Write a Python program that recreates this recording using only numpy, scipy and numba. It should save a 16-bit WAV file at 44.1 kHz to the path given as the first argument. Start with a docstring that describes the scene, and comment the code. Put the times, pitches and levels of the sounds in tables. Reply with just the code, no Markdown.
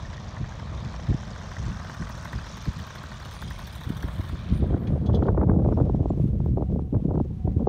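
"""Paramotor landing on a field

The two-stroke idles, firing unevenly, mostly every second or third turn. The propeller swishes,
the cage buzzes, the belt squeaks; the engine is cut and coasts down, and harness buckles clink.
Wind buffets the microphone, lightly at first, then in hard flaps while the wing sinks."""
import sys
import numpy as np
from scipy import signal
from scipy.fft import rfft, irfft
from scipy.io import wavfile
from scipy.ndimage import uniform_filter1d, map_coordinates
from numba import njit

SR = 44100
rng = np.random.default_rng(int(sys.argv[2]) if len(sys.argv) > 2 else 0)


def output_pcm(signal):
    """Save a mono or channel-first signal as 16-bit PCM at the path in sys.argv[1].

    Samples are clipped to [-1, 1] before scaling.
    """
    pcm = np.clip(np.atleast_2d(signal).T, -1, 1) * 32767
    wavfile.write(sys.argv[1], SR, np.round(pcm).astype(np.int16))


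N = 338688
T = np.arange(N) / SR
IDLE_HZ = 38


def undb(db):
    """Decibels to gain."""
    return 10 ** (np.asarray(db) / 20)


def unit(x):
    """Scale to rms 1."""
    return x / np.sqrt(np.mean(x ** 2) + 1e-20)


def even(x, span_samples):
    """Hold a noise's running rms near 1."""
    return x / np.sqrt(uniform_filter1d(uniform_filter1d(x ** 2, span_samples), span_samples) + 0.05)


def curves(table):
    """A timed table's columns, interpolated per sample."""
    time_s, *columns = np.transpose(table)
    return [np.interp(T, time_s, column) for column in columns]


def noise(spectrum):
    """Noise shaped by (freq_hz, density_db) points, silent above the last; rms 1."""
    hz, db = np.transpose(spectrum)
    bins_hz = np.maximum(np.arange(N // 2 + 1) * SR / N, 1)
    gain = undb(np.interp(np.log(bins_hz), np.log(hz), db, right=-np.inf))
    return unit(irfft(rfft(rng.standard_normal(N)) * gain, N))


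def walk(rate_hz):
    """Smooth random drift; rms 1."""
    span = max(int(SR / rate_hz), 2)
    return unit(uniform_filter1d(uniform_filter1d(rng.standard_normal(N), span), span))


def patchy(x, depth_db):
    """Gusty air lets narrow bands swell and fade on their own; rms 1."""
    bands = signal.stft(x, nperseg=1024)[2]
    drift = uniform_filter1d(rng.standard_normal(bands.shape), size=4, axis=0)
    drift = unit(uniform_filter1d(drift, size=5, axis=1))
    return unit(signal.istft(bands * undb(depth_db * drift))[1][:N])


def resonant_noise(pitch_hz, width_hz):
    """White noise passed twice through one resonance."""
    b, a = signal.iirpeak(pitch_hz, pitch_hz / width_hz, fs=SR)
    return signal.lfilter(b, a, signal.lfilter(b, a, rng.standard_normal(N)))


@njit
def lowpass(x, edge_hz, damping):
    """State-variable low-pass with a moving edge."""
    y, band_state, low_state = np.empty(len(x)), 0., 0.
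    for i in range(len(x)):
        g = np.tan(np.pi * min(edge_hz[i], SR / 4) / SR)
        band = (band_state + g * (x[i] - low_state)) / (1 + g * (g + damping))
        y[i] = low_state + g * band
        band_state, low_state = 2 * band - band_state, 2 * y[i] - low_state
    return y


def delayed(x, lag_s):
    """Moving delay."""
    return map_coordinates(x, [(T - lag_s) * SR], order=5, mode="mirror")


def add(out, start_s, sound):
    """Mix a sound in at start_s."""
    i = int(np.clip(start_s * SR, 0, N - 1))
    out[i:i + len(sound)] += sound[:N - i]


def puffs(starts_s, peaks_db, rise_s, decay_s):
    """Envelope of puffs that open quickly and die away."""
    out, t = np.zeros(N), T[:SR // 8]
    shape = (1 - np.exp(-t / rise_s)) * np.exp(-t / decay_s)
    for start_s, peak_db in zip(starts_s, peaks_db):
        add(out, start_s, undb(peak_db) * shape / shape.max())
    return out


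def mode(t, pitch_hz, t60_s):
    """One decaying sine."""
    return np.sin(2 * np.pi * pitch_hz * t) * np.exp(-np.log(1000) * t / t60_s)


# Firings, and lighter ticks on turns between them, the last just before the cut: start_s, crack_db, bark_db
ENGINE_HITS = [(0.045, -78, -54), (0.1247, -78, -53), (0.173, -78, -56), (0.3607, -77, -49), (0.437, -75, -50),
               (0.517, -66, -52), (0.592, -67, -45.5), (0.67, -66, -53), (0.802, -69, -58), (0.852, -67, -47),
               (0.934, -68, -48), (0.993, -72, -52), (1.067, -66, -51), (1.122, -71, -50), (1.226, -67, -47),
               (1.275, -65, -57), (1.356, -63, -48), (1.408, -62, -49), (1.511, -61, -43), (1.5615, -62, -42),
               (1.637, -63, -48), (1.74, -63, -51), (1.792, -65, -45.5), (1.843, -56, -42.5), (1.892, -55, -41),
               (1.942, -51, -47), (2.018, -64, -42), (2.066, -63, -48), (2.092, -44.5, -43.5),
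               (2.173, -51, -49), (2.249, -46, -41), (2.3256, -47, -39), (2.381, -64, -49), (2.437, -66, -46),
               (2.463, -67, -47), (2.5676, -45, -47), (2.62, -50, -52), (2.651, -51, -45), (2.709, -65, -54),
               (2.732, -56, -49.5), (2.787, -49, -48), (2.813, -56, -61), (2.867, -51, -52), (2.9, -58, -48),
               (2.953, -44.5, -45), (3.032, -51, -44), (3.113, -62, -46), (3.139, -58, -52), (3.195, -57, -47),
               (3.223, -55, -48), (3.251, -48, -47), (3.31, -45, -50), (3.336, -48, -48), (3.36, -55, -52),
               (3.4175, -39.5, -40.5), (3.503, -42, -46), (3.557, -57, -66), (3.587, -42, -44.5),
               (3.641, -54, -57), (3.67, -40.5, -53), (3.7271, -44, -61), (3.752, -40.5, -49.5),
               (3.808, -47, -49), (3.8357, -42.5, -53), (3.891, -42.5, -49), (3.918, -52, -66),
               (3.947, -60, -65), (3.969, -41.5, -49), (4.002, -49, -66), (4.025, -40.5, -43),
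               (4.078, -48, -44.5), (4.156, -50, -52), (4.182, -53, -53), (4.208, -46, -53), (4.235, -54, -54),
               (4.2592, -52, -55), (4.2884, -45, -45)]
# Firing crack: freq_hz, density_db
CRACK_SPECTRUM = [(2500, -37), (3500, 26.5), (4800, 1), (6200, 10), (7600, 0), (9300, 9), (10500, -2),
                  (12000, 9.5), (13600, 9), (15700, 3)]
# Silencer resonances: pitch_hz, width_hz, level_db
SILENCER_MODES = [(180, 115, 8), (606, 290, 0.5), (990, 430, 4), (1524, 370, 4.5), (1844, 270, 2.5)]
# Piston metal: freq_hz, density_db
CLATTER_SPECTRUM = [(3000, -7.5), (7800, 2), (9300, 6.5), (10500, -5), (12000, -2), (13500, -4),
                    (15700, -3)]
# Piston clatter, growing as the engine nears, dropping at the cut: time_s, level_db
CLATTER_LEVELS = [(0, -97), (1.2, -82), (2.0, -72), (3.1, -71), (3.6, -67.5), (4.28, -64), (4.37, -71),
                  (5.0, -82)]


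def engine(turns, stroke_decay_turns=0.98):
    """Firings and ticks crack and bark in the silencer; every turn the exhaust chuffs and the piston clatters."""
    start_s, crack_db, bark_db = np.transpose(ENGINE_HITS)
    ticks = puffs(start_s, crack_db - 3, rise_s=0.00022, decay_s=0.0013)
    tails = puffs(start_s, crack_db - 10, rise_s=0.0037, decay_s=0.01)
    cracks = (ticks + tails) * patchy(noise(CRACK_SPECTRUM), depth_db=5.5)

    gas = sum(undb(db) * resonant_noise(hz, width_hz) for hz, width_hz, db in SILENCER_MODES)
    barks = puffs(start_s + 0.0045, bark_db + 8.5, rise_s=0.0012, decay_s=0.004)
    per_turn_db = 3 * rng.standard_normal(N // 100)[turns.astype(int)]
    stroke = undb(per_turn_db) * np.exp(-(turns % 1) / stroke_decay_turns)
    chuffs = unit(stroke) * undb(np.interp(T, [0, 2.0, 4.3, 4.9], [-68, -52.5, -67, -72]))
    exhaust = np.hypot(barks, chuffs) * even(unit(gas), 500)

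    slap = unit((0.9 + stroke) * undb(3 * walk(500)))
    clatter = slap * patchy(noise(CLATTER_SPECTRUM), depth_db=1) * undb(curves(CLATTER_LEVELS)[0])
    return cracks + exhaust + clatter


def crank_turns(coast_s=0.77):
    """Running turn count: whole turns between engine hits, slowing freely after the last."""
    fired_s = np.append(0, np.array(ENGINE_HITS)[:, 0])
    turns_between = np.maximum(np.round(np.diff(fired_s) * IDLE_HZ), 1)
    powered = np.interp(T, fired_s, np.append(0, np.cumsum(turns_between)))
    since_cut_s = np.maximum(T - fired_s[-1], 0)
    return powered + IDLE_HZ * coast_s * (1 - np.exp(-since_cut_s / coast_s))


# Shell ring relative to bark_db, strongest head-on: time_s, gain_db
SHELL_GAINS = [(0, 8), (.45, 0), (.65, -16), (4.3, -10)]


def silencer_shell():
    """Each firing knocks the silencer shell into a short ring."""
    start_s, _, bark_db = np.transpose(ENGINE_HITS)
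    knocks = puffs(start_s + 0.0028, bark_db, rise_s=0.0015, decay_s=0.013)
    ring = even(unit(resonant_noise(pitch_hz=1840, width_hz=170)), 1000)
    return knocks * ring * undb(curves(SHELL_GAINS)[0])


# Blade noise, low to high: freq_hz, density_db
WHOOSH_SPECTRUM = [(150, -8.5), (330, -8.5), (640, 4), (800, 0), (1100, 4), (1400, -4), (1900, -8),
                   (2300, -20), (2800, -29), (4000, -45)]
SWISH_SPECTRUM = [(1800, -7.5), (2350, 2), (2700, -6.5), (3100, -0.5), (3550, 2), (4200, -4.5), (4900, -12),
                  (6500, -24.5)]
TIP_SPECTRUM = [(3800, 0.5), (4900, -1.5), (5700, 5), (6600, -1), (7500, -9.5), (9000, -14), (10500, -50),
                (15000, -45.5)]
# Blade noise as the pilot turns side-on and the blades slow: time_s, whoosh_db, swish_db, tip_db
BLADE_LEVELS = [(0, -45.5, -55, -53.5), (.5, -44, -55.5, -54.5), (1.5, -44.5, -55.5, -50),
                (2, -44.5, -60.5, -48.5), (2.5, -46, -53, -49), (3.0, -45, -53.5, -50),
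                (3.549, -48, -52, -51.5), (4.0, -44.5, -54, -60), (4.55, -48.5, -52.5, -61),
                (4.72, -44, -58.5, -94)]
# Echo off the grass: time_s, lag_s
GROUND_ECHO = [(0, 0.00046), (1.0, 0.00041), (2.2, 0.00071), (4.0, 0.00055)]
# Air dulling the distant tips: time_s, edge_hz
AIR_EDGE = [(0, 7740), (1.1, 7600), (1.8, 11130)]


def propeller(turns, belt_ratio=2.72, doppler_depth=0.0752, fade_start_s=4.53):
    """Two belt-driven blades; their noise swells and bends in pitch as each tip swings to and fro."""
    blade_rad = 2 * np.pi * 2 * turns / belt_ratio + 0.4 * walk(8)
    whoosh = patchy(noise(WHOOSH_SPECTRUM), depth_db=1.5)
    whoosh = unit(whoosh + undb(-11) * delayed(whoosh, curves(GROUND_ECHO)[0]))
    # Swirl loosens the pattern of the pitch bends.
    travel_s = np.cumsum(doppler_depth * np.sin(2 * blade_rad + 0.8 * walk(60))) / SR
    swish = delayed(patchy(noise(SWISH_SPECTRUM), depth_db=2), 0.5 * travel_s)
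    tip = delayed(patchy(noise(TIP_SPECTRUM), depth_db=3.5), travel_s)
    tip = unit(lowpass(tip, curves(AIR_EDGE)[0], 1.0))

    def envelope(level_db, lag_rad, depth_db, fade_db_per_s):
        """Swelling with blade angle, and a steady fade after the cut."""
        angle = blade_rad - lag_rad
        lobes = 0.58 * np.cos(angle) + 0.18 * np.cos(2 * angle) + 1.25 * np.cos(4 * angle)
        swelling = unit(undb(depth_db * (lobes + 0.57 * walk(190))))
        return swelling * undb(level_db - fade_db_per_s * np.maximum(T - fade_start_s, 0))

    whoosh_db, swish_db, tip_db = curves(BLADE_LEVELS)
    return (whoosh * envelope(whoosh_db - 1.8, lag_rad=0, depth_db=2, fade_db_per_s=24.5)
            + swish * envelope(swish_db - 0.2, lag_rad=1, depth_db=2, fade_db_per_s=21)
            + tip * envelope(tip_db - 2.5, lag_rad=0.75, depth_db=2.5, fade_db_per_s=7))


# Propeller cage buzz: time_s, peak_db
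CAGE_LEVELS = [(0, -57.5), (2.2, -51), (3.6, -49.5), (4.5, -56.5), (4.8, -70)]


def cage(turns, centre_hz=3900, scatter_db=3):
    """Every crank turn shakes two loose spots of cage and netting, each ringing at its own pitch."""
    out, t, peak_db = np.zeros(N), T[:SR // 12], curves(CAGE_LEVELS)[0]
    turn_samples = np.flatnonzero(np.diff(np.floor(turns)))
    for i in np.repeat(turn_samples, 2):
        detune, strength = rng.standard_normal(2)
        ring = mode(t, centre_hz * np.exp(0.22 * detune), t60_s=0.036)
        add(out, T[i] + rng.uniform(0, 0.25 / IDLE_HZ), undb(peak_db[i] + scatter_db * strength) * ring)
    return out


# Steady wind: time_s, rumble_db, eddy_db
WIND_LEVELS = [(0, -36, -62), (1.3, -35.5, -62.5), (2.6, -39.5, -73.5), (3.7, -40, -75.5),
               (4.4, -32.5, -49.5), (4.82, -31, -35.5), (5.1, -22, -34.5), (5.65, -20, -35.5),
               (6.0, -25.5, -40), (6.4, -23, -40), (6.67, -25.5, -49.5), (6.88, -31.5, -48),
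               (7.03, -27, -42), (7.36, -31, -50.5), (7.68, -30, -34.5)]
# Gusts and lulls: start_s, length_s, rumble_db, eddy_db
GUSTS = [(0.397, 0.055, -26, -36.5), (0.695, 0.092, -30, -70.5), (0.849, 0.022, -23.5, -51),
         (1.09, 0.022, -15, -26), (1.58, 0.14, -26.5, -46), (2, 0.037, -26, -48), (2.339, 0.051, -28, -49),
         (2.665, 0.035, -21, -61), (2.753, 0.065, -30.5, -57.5), (3.419, 0.1, -30, -47),
         (3.864, 0.13, -30.5, -40), (4.039, 0.057, -30.5, -34.5), (4.191, 0.03, -40, -44.5),
         (4.501, 0.062, -19, -37), (4.591, 0.077, -18.5, -32.5), (4.69, 0.067, -21.5, -31),
         (4.883, 0.1, -21, -31), (4.977, 0.03, -26, -46), (5.104, 0.076, -17, -28.5),
         (5.207, 0.1, -24.5, -27), (5.396, 0.065, -16, -25), (5.486, .08, -19.5, -29),
         (5.592, 0.055, -18.5, -28), (5.701, 0.04, -22.5, -29.5), (5.776, 0.086, -20.5, -27.5),
         (5.994, 0.06, -26, -30.5), (6.199, 0.039, -17, -35.5), (6.453, 0.074, -19.5, -37),
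         (6.568, 0.074, -23, -33), (6.692, 0.11, -22.5, -29.5), (6.923, 0.063, -22.5, -24.5),
         (7.047, 0.052, -22, -35), (7.108, .108, -22, -28.5), (7.241, 0.022, -30, -28),
         (7.447, 0.068, -21, -35.5), (7.579, 0.16, -24.5, -31.5)]
# Wind rumble: freq_hz, density_db
RUMBLE_SPECTRUM = [(20, -43), (32, -17), (45, -5), (65, 1), (100, -2), (160, -6), (210, -9.5), (280, -22.5),
                   (400, -29), (800, -53)]


def wind(attack_s=0.017, release_s=0.035, base_edge_hz=460):
    """Turbulence at the microphone port: deep rumble, and eddies that get louder and sharper together."""
    surge = undb(walk(6.6))
    rumble_gain, eddy_gain = (undb(db) * surge for db in curves(WIND_LEVELS))
    for start_s, length_s, rumble_db, eddy_db in GUSTS:
        corners_s = [-attack_s / 2, attack_s / 2, length_s - release_s / 2, length_s + release_s / 2]
        gust = np.interp(T - start_s, corners_s, [0, 1, 1, 0])
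        rumble_gain += gust * (undb(rumble_db - 2) - rumble_gain)
        eddy_gain += gust * (undb(eddy_db - 1) - eddy_gain)
    rumble = even(noise(RUMBLE_SPECTRUM), 2000) * unit(undb(1.6 * walk(140)))

    flutter = walk(110)
    # Sustained strong wind breaks into smaller, brighter eddies.
    sustained_db = uniform_filter1d(20 * np.log10(eddy_gain), size=16000)
    edge_hz = base_edge_hz * np.exp(0.26 * flutter + 0.12 * (sustained_db + 35))
    swirl = noise([(80, -43), (170, -3.5), (280, -1.5), (600, -0.5),
                   (1400, -13.5), (2100, -27.5), (4000, -62)])
    swirl = even(even(swirl, 400) * unit(undb(flutter)), 2000)
    eddies = even(unit(lowpass(lowpass(swirl, edge_hz, 3.3), edge_hz, 1.9)), 6000)
    return rumble * rumble_gain + eddies * eddy_gain * undb(1)


def add_vortex(out, centre_s, peak_db, pitch_hz, width_cycles, half_s=1 / 12):
    """Mix in one passing vortex: a short, uneven pressure swing."""
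    cycles = (T[:int(2 * half_s * SR)] - half_s) * pitch_hz
    start_rad, bend_rad = rng.uniform(0, 2 * np.pi, 2)
    phase = 2 * np.pi * cycles + start_rad + 0.45 * np.sin(np.pi * cycles + bend_rad)
    swing = np.exp(-(cycles / width_cycles) ** 2) * np.sin(phase)
    add(out, centre_s - half_s, undb(peak_db) * swing / np.abs(swing).max())


# Heavy buffets: time_s, peak_db, pitch_hz
BUFFETS = [(0.406, -17.5, 129), (0.713, -23, 75), (1.096, -9, 71), (1.108, -10.5, 110), (1.14, -11, 130),
           (1.674, -20, 76), (2.008, -16.5, 129), (2.354, -40, 79.5), (2.67, -23.5, 92.7),
           (3.864, -19.5, 110), (3.897, -15, 171), (4.035, -13.5, 69.6), (4.19, -12.5, 94),
           (4.325, -17, 80), (4.518, -8.5, 176), (4.617, -6, 76.5), (4.739, -10, 108), (4.915, -15.5, 170),
           (5.081, -9, 105), (5.22, -5, 260), (5.285, -6.5, 103), (5.413, -5.5, 112), (5.489, -5.5, 170),
           (5.502, -7.5, 73.5), (5.564, -5.5, 181), (5.583, -10.5, 220), (5.671, -13, 220),
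           (5.808, -6.5, 107.4), (5.94, -6, 200), (5.999, -5.5, 97), (6.167, -12.5, 250),
           (6.234, -11.5, 168.5), (6.249, -7.5, 130), (6.456, -14, 150), (6.485, -13, 110),
           (6.531, -10.5, 111), (6.814, -15, 160), (6.961, -6, 99), (7.018, -14.5, 170), (7.048, -7, 199),
           (7.077, -7.5, 122), (7.167, -10, 160), (7.204, -10.5, 250), (7.304, -18, 130), (7.448, -11, 95),
           (7.561, -7, 95), (7.621, -11, 180), (7.664, -14.5, 180.5)]
# Sharp flaps: time_s, peak_db, snap_db
FLAPS = [(4.627, -22.5, -60), (4.742, -18, -43.5), (4.902, -33, -65), (4.932, -33, -65), (4.956, -32, -64),
         (5.032, -37, -66), (5.108, -26, -55), (5.139, -17.5, -47), (5.189, -21, -67), (5.225, -18, -35.5),
         (5.256, -24, -46), (5.285, -15.5, -32), (5.345, -20, -78), (5.368, -27, -55.5),
         (5.377, -11, -35.5), (5.396, -31, -49), (5.414, -22, -36), (5.434, -22.5, -39), (5.486, -18, -50),
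         (5.496, -22, -34), (5.514, -15, -45), (5.536, -28, -51), (5.56, -18, -59), (5.587, -24, -69),
         (5.599, -19.5, -57), (5.624, -25.5, -66), (5.647, -19.5, -47), (5.659, -14.5, -56),
         (5.686, -15, -64), (5.724, -15.5, -41), (5.771, -31, -70), (5.786, -16, -49), (5.8, -12.5, -44.5),
         (5.81, -15.5, -52), (5.836, -37, -66), (5.895, -15, -53), (5.945, -15.5, -65), (6.002, -22, -54),
         (6.028, -24, -68), (6.037, -28, -71), (6.055, -15, -60), (6.103, -11.5, -62), (6.134, -26.5, -72),
         (6.197, -20.5, -70), (6.401, -26, -57), (6.459, -25, -61), (6.571, -18, -64), (6.579, -17, -65),
         (6.607, -19, -78), (6.621, -17, -59), (6.7, -30, -81), (6.759, -17.5, -73), (6.791, -23, -72),
         (6.926, -28, -78), (6.947, -18, -46), (6.963, -24.5, -70), (7.051, -37.5, -75), (7.112, -24, -67),
         (7.154, -20.5, -51), (7.175, -19, -60), (7.199, -15.5, -52), (7.474, -16, -52), (7.594, -25, -75),
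         (7.628, -31, -65), (7.655, -33, -58), (7.67, -7.5, -54)]
# Snap of a flap: freq_hz, density_db
SNAP_SPECTRUM = [(400, -11.5), (950, 6), (1400, -2.5), (1900, -16.5), (2600, -34.5), (3600, -65.5)]


def buffets():
    """Large vortices thump and shed a smaller one; small ones flap with a rough snap and a duller wake."""
    flap_s, _, snap_db = np.transpose(FLAPS)
    snaps = puffs(flap_s - 0.001, snap_db + 7, rise_s=0.00093, decay_s=0.0032)
    out = snaps * even(noise(SNAP_SPECTRUM), 150)
    for time_s, peak_db, pitch_hz in BUFFETS:
        add_vortex(out, time_s + 0.00845, peak_db - 6, max(pitch_hz, 75), width_cycles=0.78)
        add_vortex(out, time_s + 0.00745, peak_db - 12, pitch_hz=280, width_cycles=0.87)
    speeds = np.exp(0.12 * rng.standard_normal(len(FLAPS)))
    for (time_s, peak_db, _), speed in zip(FLAPS, speeds):
        add_vortex(out, time_s + 0.002945, peak_db - 6.5, pitch_hz=640 * speed, width_cycles=0.98)
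        add_vortex(out, time_s + 0.00531, peak_db - 4, pitch_hz=340 * speed, width_cycles=1)
    return out


def wind_throb(level_db=-44, sway_db=6):
    """The deepest part of the wind sways independently of the gusts."""
    bass = noise([(20, -21), (35, -6), (55, 2.5), (90, -13.5), (150, -35.5)])
    return bass * undb(level_db) * unit(undb(sway_db * walk(12)))


# Buckle hits: start_s, peak_db, knock_relative_db
CLINKS = [(4.87, -43, 3), (5.060, -42.5, -26), (5.131, -50, -24), (5.145, -37, -20), (5.233, -51, -16),
          (5.264, -51.5, -2)]
# Buckle metal: pitch_hz, level_db, t60_s
BUCKLE_MODES = [(3130, -16, .04), (3380, -2, .07), (3950, -12, .03), (4600, -9, .025), (5600, -15, .03),
                (6300, -7, 0.048)]


def buckles():
    """Harness hardware: a short rattle excites the metal's modes over a dull knock."""
    start_s, peak_db, knock_relative_db = np.transpose(CLINKS)
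    hits = puffs(start_s, peak_db, rise_s=0.00047, decay_s=0.012)
    modes = sum(undb(db) * mode(T[:SR // 4], hz, t60_s) for hz, db, t60_s in BUCKLE_MODES)
    ring = signal.fftconvolve(hits * rng.standard_normal(N), modes / np.linalg.norm(modes))[:N]
    rattle = hits * noise([(2600, -13), (3100, 12.5), (4500, 3.5), (6400, -11),
                           (7200, -20), (12000, -19), (15500, -28)])
    knock = puffs(start_s, peak_db + knock_relative_db, rise_s=0.001, decay_s=0.014)
    knock *= noise([(500, -14), (1800, 17), (2500, 15), (4000, -23)])
    return undb(-13) * ring + undb(-7) * rattle + undb(-9) * knock


# Squeaks, thin whistles and faint, very high tones: start_s, length_s, pitch_hz, width_hz, level_db
NARROW_TONES = [(3.288, 0.19, 9400, 600, -62.5), (3.42, 0.29, 9060, 650, -68),
                (4.372, .06, 13200, 120, -80), (4.52, 0.089, 9280, 840, -62),
                (4.532, 0.076, 14250, 700, -76), (4.761, 0.11, 13180, 90, -75),
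                (4.824, 0.19, 9280, 603, -78), (5.044, .085, 13000, 90, -82), (5.72, 0.041, 5450, 600, -68),
                (6.087, 0.028, 7300, 120, -67), (6.448, .016, 14000, 1500, -73),
                (6.722, .022, 15000, 200, -75), (6.945, .035, 15080, 300, -81),
                (6.563, 0.2, 742, 40, -55.5), (6.77, 0.16, 752, 40, -57.5), (7.338, 0.24, 744, 45, -52)]


def narrow_tones():
    """Squeaks, thin whistles and a few faint, very high flickering tones; each swells and fades."""
    out = np.zeros(N)
    for start_s, length_s, pitch_hz, width_hz, level_db in NARROW_TONES:
        arch = np.sin(np.pi * np.clip((T - start_s) / length_s, 0, 1))
        phase = 2 * np.pi * pitch_hz * T
        tone = walk(width_hz) * np.cos(phase) + walk(width_hz) * np.sin(phase)
        out += undb(level_db) * arch * tone
    return out


# Grass and cloth rustle: freq_hz, density_db
RUSTLE_SPECTRUM = [(300, -18.5), (900, 17.5), (1500, 7.5), (2200, 5.5), (3600, 3), (4800, -3.5),
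                   (6000, -2.5), (7600, -11.5), (9200, -10), (10500, -27.5), (15500, -28.5)]
# Rustle strength: time_s, level_db
RUSTLE_LEVELS = [(0, -63), (5.2, -62), (5.56, -69), (5.68, -59.5), (5.87, -61.5), (6.08, -62.5),
                 (6.23, -60.5), (6.35, -63.5), (6.6, -65), (7.0, -66.5), (7.2, -63), (7.35, -65),
                 (7.68, -64.5)]
# Brief swishes: centre_s, length_s, level_db
GRASS_SWISHES = [(4.57, 0.13, -69), (6.233, .22, -71.5)]


def grass_and_cloth(hiss_db=-80):
    """Grass and cloth rustle and swish over a faint steady hiss."""
    rustle = noise(RUSTLE_SPECTRUM) * undb(curves(RUSTLE_LEVELS)[0] + 1.7 * walk(60))
    strokes = sum(undb(level_db) * np.maximum(1 - 2 * np.abs(T - centre_s) / length_s, 0)
                  for centre_s, length_s, level_db in GRASS_SWISHES)
    swish = strokes * noise([(2000, -11), (4500, -4), (11000, -3), (15500, -3)])
    hiss = noise([(1000, -5.5), (9000, -1), (10500, -1), (16000, -4.5)])
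    return rustle + swish + undb(hiss_db) * hiss


def scene():
    """Mono mix: the machine runs down, the wind stays."""
    turns = crank_turns()
    engine_fade = np.interp(T, [5.0, 5.4], [1, 0])
    machine = engine_fade * engine(turns) + propeller(turns)
    details = narrow_tones() + buckles()
    outdoors = wind() + buffets() + grass_and_cloth() + wind_throb()
    ringing = engine_fade * (silencer_shell() + cage(turns))
    return (machine + ringing + details + outdoors)[None]


def record(dry, low_hz=32, top_hz=15650):
    """The microphone drops the deepest bass and cuts the top."""
    thinned = signal.sosfilt(signal.butter(4, low_hz, "high", fs=SR, output="sos"), dry)
    return signal.sosfilt(signal.ellip(10, 0.2, 80, top_hz, fs=SR, output="sos"), thinned)


dry = scene()
out = record(dry)
output_pcm(out)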